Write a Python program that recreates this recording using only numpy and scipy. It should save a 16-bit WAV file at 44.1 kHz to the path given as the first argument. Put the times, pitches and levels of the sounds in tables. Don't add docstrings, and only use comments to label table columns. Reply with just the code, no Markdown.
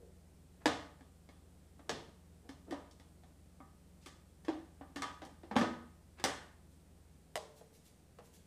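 import sys
import numpy as np
from scipy import signal
from scipy.fft import rfft, irfft, next_fast_len
from scipy.io import wavfile
from scipy.ndimage import uniform_filter1d

SR = 44100
rng = np.random.default_rng(int(sys.argv[2]) if len(sys.argv) > 2 else 0)


def dump(signal):
    limited = np.clip(np.atleast_2d(signal).T, -1, 1)
    pcm = np.round(limited * 32767).astype(np.int16)
    wavfile.write(sys.argv[1], SR, pcm)


N = 373086
EVENT_N = 32768
EVENT_TIME_S = np.arange(EVENT_N) / SR

# pitch_hz, level_db
FRIDGE_TONES = [(41.5, -82), (59.1, -69), (80.6, -65), (160.5, -74), (180, -72.5)]
# time_s, gain_db
FRIDGE_ENVELOPE = [(0, 0), (7.1, 0.5), (7.6, -6.5), (8.4, -3)]
# freq_hz, relative_db
ROOM_SPECTRUM = [(20, -6), (45, -32.5), (75, -3.5), (100, -3), (120, -3.5), (165, 1), (220, -4.5),
                 (400, -9.5), (780, -16.5), (1000, -21.5), (2800, -27.5), (6800, -29), (8300, -25),
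                 (15000, -36.5)]
# freq_hz, t60_s
ROOM_DECAY = [(100, 0.64), (300, 0.44), (1200, 0.57), (3500, 0.45), (8000, 0.44), (14000, 0.11)]
# delay_s, gain
EARLY_ECHOES = [(.0013, 0.095), (.0045, 0.22), (.0083, 0.48), (0.0118, 0.27), (0.019, 0.35)]
# peak_s, width_s, level_db, centre_hz, bandwidth_oct
SLIDES_AND_BASE_THUMP = [(.032, 0.032, -60.5, 432, 0.55), (.62, 0.011, -60, 472, 3),
                         (1.925, 0.038, -49, 179, 2.5), (2.464, .022, -63, 323, 1.4),
                         (2.692, .018, -51, 294, 1.6), (4.034, 0.022, -69.5, 3160, 2.4),
                         (4.476, 0.0073, -66, 2000, 1.1), (6.19, 0.014, -58, 1060, 2.2)]
# start_s, level_db, hardness_db_per_oct, thump_db, ring_db, hollow_hz, chatter_t60_s, snap_hz
LID_CONTACTS = [(0.657, -33, .1, 1.5, -2, 299.6, 0.022, 1720), (1.008, -71, -0.5, 9, 1.5, 267, .012, 1660),
                (1.289, -67.5, 0.3, 2, 1, 263, 0.025, 2210), (1.793, -69.5, -2.3, 7, 1, 278, .03, 1590),
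                (1.8935, -41, 1.3, -7, -3, 457, 0.028, 1720), (2.491, -60, 1.6, 9, 0, 274, 0.022, 1730),
                (2.708, -59.5, 3, 16, 4.5, 329, 0.023, 1940), (2.722, -50.5, -3.5, 8, -3.5, 282, 0.06, 980),
                (2.911, -69, 3.5, -10, -15, 634, 0.018, 5520), (2.998, -69, 2, 1, -1, 270, .016, 1980),
                (3.235, -71, -1.5, 2.5, -4, 238, 0.027, 750), (3.602, -69.5, -5, 11.5, 9, 272, 0.019, 1200),
                (4.06, -60.5, 4.5, 2.5, 2.5, 355, 0.065, 1250),
                (4.448, -64.5, 1.9, -4, 0, 312, 0.044, 1820),
                (4.482, -46.5, -2.6, 12.5, -3, 316, 0.064, 427), (4.81, -63, -5, 10, 1, 273, 0.066, 770),
                (4.959, -52.5, 2.5, 7, 3, 278, 0.11, 1790),
                (5.0205, -46.5, 2.5, -8.5, 6.5, 270, 0.011, 1190),
                (5.218, -56, -1.5, 1.5, -2.5, 293, .11, 900), (5.25, -69.5, 5.5, 8, -6.5, 330, .03, 860),
                (5.433, -64.5, -3, 9, -4.5, 332, 0.092, 716), (5.511, -52.5, -4, 7, 1.5, 210, 0.045, 830),
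                (5.556, -45, -3.5, 4, -2, 223, 0.06, 520), (5.564, -36.5, -0.9, 6.5, 1.5, 226.5, 0.02, 790),
                (5.587, -46, 0.5, 11.5, 2, 229, .079, 1240), (5.612, -41.5, -1.5, 7, 1, 236, 0.075, 1220),
                (6.197, -61, 2, 2, 3, 360, 0.024, 1700), (6.2403, -36.5, 3, -7.5, -2.5, 774, 0.0048, 5930),
                (6.2503, -43.5, -2, -3, 1.5, 362, 0.037, 520)]
# pitch_hz, relative_db, t60_s
LID_RESONANCES = [(90.4, 1.5, 0.9), (239.7, 0.5, 0.69), (276.3, 12, 0.37), (328, 3, 0.53), (582, 2, 0.19),
                  (620, -5.5, 0.1), (782, 7, 0.32), (856, -6.5, 0.65), (978, -1.5, 0.43), (1155, 4, 0.41),
                  (1186, 2.5, 0.49), (1239, -3.5, 0.63), (1255, 2.5, 0.54), (1372, -24, 0.75),
                  (1530, -22, 0.23), (1798, -0.5, 0.2), (2163, 18.5, 0.05), (3140, 1, 0.3), (3460, 5, 0.31),
                  (4760, 18, 0.097), (5840, -20, 0.39), (5500, 2, .24), (7900, 7.5, 0.4), (7890, 2.5, 0.31)]
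LID_BANDS_DB = [2.1, 0.5, -5, -14]
BAND_EDGES_HZ = [150, 400, 1000, 2400, 6500, 15000]
# freq_hz, relative_db
SHELL_SPECTRUM = [(40, -29), (90, -6), (170, -6.5), (290, -0.5), (420, 2.5), (750, -1), (1050, -1.5),
                  (1400, -6.5), (1750, -1), (2500, -2), (3400, 6.5), (4200, 4), (5600, 0.5), (8800, -8.5),
                  (15000, -26)]
# peak_s, level_db
SLEEVE_STROKES = [(6.72, -77), (7.58, -67), (7.753, -68), (7.868, -67), (8.259, -70), (8.353, -65.5)]
CUP_CONTACTS = [(7.3558, -47, 0, -11.5, 2, 618, 0.0075, 1970), (7.61, -72.5, -5, -1, -2, 477, 0.034, 720),
                (8.186, -66.5, -3, -7, 2.5, 480, 0.029, 676)]
# pitch_hz, relative_db, t60_s
CUP_RESONANCES = [(440, 2, 0.93), (610, 4, 0.29), (820, 8, 0.2), (890, -8, 0.2), (1236, 1, 0.17),
                  (1880, -1, 0.25), (3820, 5, 0.35), (4180, -3, 0.72), (4640, -14, .35)]
CUP_BANDS_DB = [7, -0.5, -1.5, -3.5]


def undb(db):
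    return 10 ** (np.asarray(db) / 20)


def unit(x):
    return x / np.sqrt(np.sum(x ** 2))


def decay(t60_s):
    return np.exp(-np.log(1000) * EVENT_TIME_S / max(t60_s, 1 / SR))


def add(out, start_s, x):
    i = int(start_s * SR)
    x = x[max(-i, 0):len(out) - i]
    out[max(i, 0):max(i, 0) + len(x)] += x


def colour(x, points):
    hz, db = np.transpose(points)
    n = 2 * next_fast_len(len(x) // 2 + 2048)
    bin_hz = np.maximum(np.arange(n // 2 + 1) * SR / n, 1)
    gain = undb(np.interp(np.log(bin_hz), np.log(hz), db))
    cepstrum = irfft(np.log(gain))
    cepstrum[1:n // 2] *= 2
    cepstrum[n // 2 + 1:] = 0
    return irfft(rfft(x, n) * np.exp(rfft(cepstrum)))[:len(x)]


def wander(rate_hz):
    step = int(SR / rate_hz)
    return uniform_filter1d(np.repeat(rng.standard_normal(N // step + 1), step), step)[:N]


def fridge_hum(waver_db=1, drift_rad=0.16):
    time_s = np.arange(N) / SR
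    hum = np.zeros(N)
    for hz, level_db in FRIDGE_TONES:
        amplitude = np.sqrt(2) * undb(level_db + waver_db * wander(rate_hz=6.7))
        phase = 2 * np.pi * (hz * time_s + rng.random()) + drift_rad * wander(rate_hz=3.2)
        hum += amplitude * np.sin(phase)
    return hum * undb(np.interp(time_s, *np.transpose(FRIDGE_ENVELOPE)))


def room_noise(rms_db=-65.5):
    return undb(rms_db) * np.sqrt(N) * unit(colour(rng.standard_normal(N), ROOM_SPECTRUM))


def room_tail(build_s, ripple=1):
    hz, t60_s = np.transpose(ROOM_DECAY)
    spectrum = rfft(rng.standard_normal(EVENT_N)) * ripple
    bin_hz = np.arange(len(spectrum)) * SR / EVENT_N
    bin_octave = np.log2(np.clip(bin_hz, 128, 16384))
    tail = np.zeros(EVENT_N)
    for octave in range(7, 15):
        share = np.maximum(1 - np.abs(bin_octave - octave), 0)
        tail += irfft(spectrum * share) * decay(np.interp(octave, np.log2(hz), t60_s))
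    return unit(tail * (1 - np.exp(-EVENT_TIME_S / build_s)))


def grain(grain_db=3):
    return undb(grain_db * rng.exponential(size=EVENT_N))


def noise_swells(strokes, wet_db=-2):
    out = np.zeros(N)
    tail = room_tail(build_s=0.0035)
    for peak_s, width_s, level_db, centre_hz, bandwidth_oct in strokes:
        grains = rng.standard_normal(EVENT_N) * grain()
        swell = grains * np.exp(-(EVENT_TIME_S / width_s - 2) ** 2)
        swell += undb(wet_db) * signal.fftconvolve(swell, tail)[:EVENT_N]
        edge_ratio = 2 ** (bandwidth_oct / 2)
        band_hz = [centre_hz / edge_ratio, centre_hz * edge_ratio]
        swell = signal.sosfilt(signal.butter(2, band_hz, "band", fs=SR, output="sos"), swell)
        add(out, peak_s - 2 * width_s, undb(level_db) * unit(swell) * np.sqrt(2 * width_s * SR))
    return out


def shell_ripple(depth_db=2, width_bins=32):
    bumps = uniform_filter1d(rng.standard_normal(EVENT_N // 2 + 1), width_bins)
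    return undb(depth_db * bumps / bumps.std())


def crack(rise, chatter_t60_s, burst_t60_s=0.012, burst_db=2):
    burst, chatter = rng.standard_normal((2, EVENT_N)) * grain() * rise
    return unit(undb(burst_db) * unit(burst * decay(burst_t60_s)) + unit(chatter * decay(chatter_t60_s)))


def ping(hz, t60_s):
    return unit(np.sin(2 * np.pi * hz * EVENT_TIME_S) * decay(t60_s))


def air_thump(hz, t60_s, rise, tail, wet_db=-8):
    thump = ping(hz, t60_s) * rise
    return thump + undb(wet_db) * unit(signal.fftconvolve(thump, tail)[:EVENT_N])


def body_ring(modes, mode_waves, snap_hz, rise, fall_db_per_oct=5, scatter_db=2):
    distance_oct = np.abs(np.log2(np.array(modes)[:, 0] / snap_hz))
    gains = undb(scatter_db * rng.standard_normal(len(modes)) - fall_db_per_oct * distance_oct)
    phasors = np.exp(2j * np.pi * rng.random(len(modes)))
    return unit(((gains * phasors) @ mode_waves).imag * rise ** 2)


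def echoed(x):
    return x + sum(gain * np.pad(x, (int(delay_s * SR), 0))[:len(x)] for delay_s, gain in EARLY_ECHOES)


def band_levels(level_db, hardness_db_per_oct, thump_db, ring_db, bands_db):
    octave = np.log2(BAND_EDGES_HZ[1:-1]) / 2 + np.log2(BAND_EDGES_HZ[2:]) / 2
    upper_db = np.array(bands_db) + hardness_db_per_oct * (octave - octave[1])
    upper_db[1] += ring_db
    return level_db + np.append(thump_db, upper_db)


def shell_voice(x, levels_db):
    edges_hz = np.array(BAND_EDGES_HZ)
    centres_hz = np.sqrt(edges_hz[1:] * edges_hz[:-1])
    head_n = int(0.03 * SR)
    x = colour(x, SHELL_SPECTRUM)
    for _ in range(2):
        power_per_hz = 2 * np.abs(rfft(x[:head_n], SR)) ** 2 / (SR * head_n)
        current_db = 10 * np.log10(np.add.reduceat(power_per_hz, edges_hz)[:-1])
        x = colour(x, np.column_stack([centres_hz, levels_db - current_db]))
    return x


def contacts(hits, modes, bands_db, softness, snap_db, hollow_t60_s, ring_mix_db, wet_db):
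    out = np.zeros(N)
    mode_waves = np.array([undb(db) * decay(t60_s) * np.exp(2j * np.pi * hz * EVENT_TIME_S)
                           for hz, db, t60_s in modes])
    ripple = shell_ripple()
    for start_s, level_db, hardness, thump_db, ring_db, hollow_hz, chatter_t60_s, snap_hz in hits:
        rise = 1 - np.exp(-EVENT_TIME_S / (softness * chatter_t60_s))
        snap = undb(snap_db) * ping(snap_hz, t60_s=0.024) * rise
        click = crack(rise, chatter_t60_s) + snap
        tail = room_tail(build_s=0.027 * chatter_t60_s, ripple=ripple)
        hollow_db = -9 + 0.88 * thump_db
        thump = undb(hollow_db) * air_thump(hollow_hz, hollow_t60_s, rise, tail)
        ring = undb(ring_mix_db + ring_db) * body_ring(modes, mode_waves, snap_hz, rise)
        hit = echoed(click) + undb(wet_db) * tail + thump + ring
        levels_db = band_levels(level_db, hardness, thump_db, ring_db, bands_db)
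        add(out, start_s, shell_voice(hit, levels_db))
    return out


def lid_clicks():
    return contacts(LID_CONTACTS, LID_RESONANCES, LID_BANDS_DB,
                    softness=0.049, snap_db=-7, hollow_t60_s=0.097, ring_mix_db=-8, wet_db=-1)


def sleeve_rustle(width_s=0.023, centre_hz=5200, bandwidth_oct=2.65):
    return noise_swells([(peak_s, width_s, db, centre_hz, bandwidth_oct)
                         for peak_s, db in SLEEVE_STROKES])


def cup_knocks():
    return contacts(CUP_CONTACTS, CUP_RESONANCES, CUP_BANDS_DB,
                    softness=0.083, snap_db=-14, hollow_t60_s=0.093, ring_mix_db=-19, wet_db=-6.5)


def scene():
    processor = lid_clicks() + noise_swells(SLIDES_AND_BASE_THUMP)
    return (processor + cup_knocks() + sleeve_rustle() + fridge_hum() + room_noise())[None]


def record(dry):
    return signal.sosfilt(signal.ellip(10, 0.2, 70, 15400, fs=SR, output="sos"), dry)


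dry = scene()
out = record(dry)
dump(out)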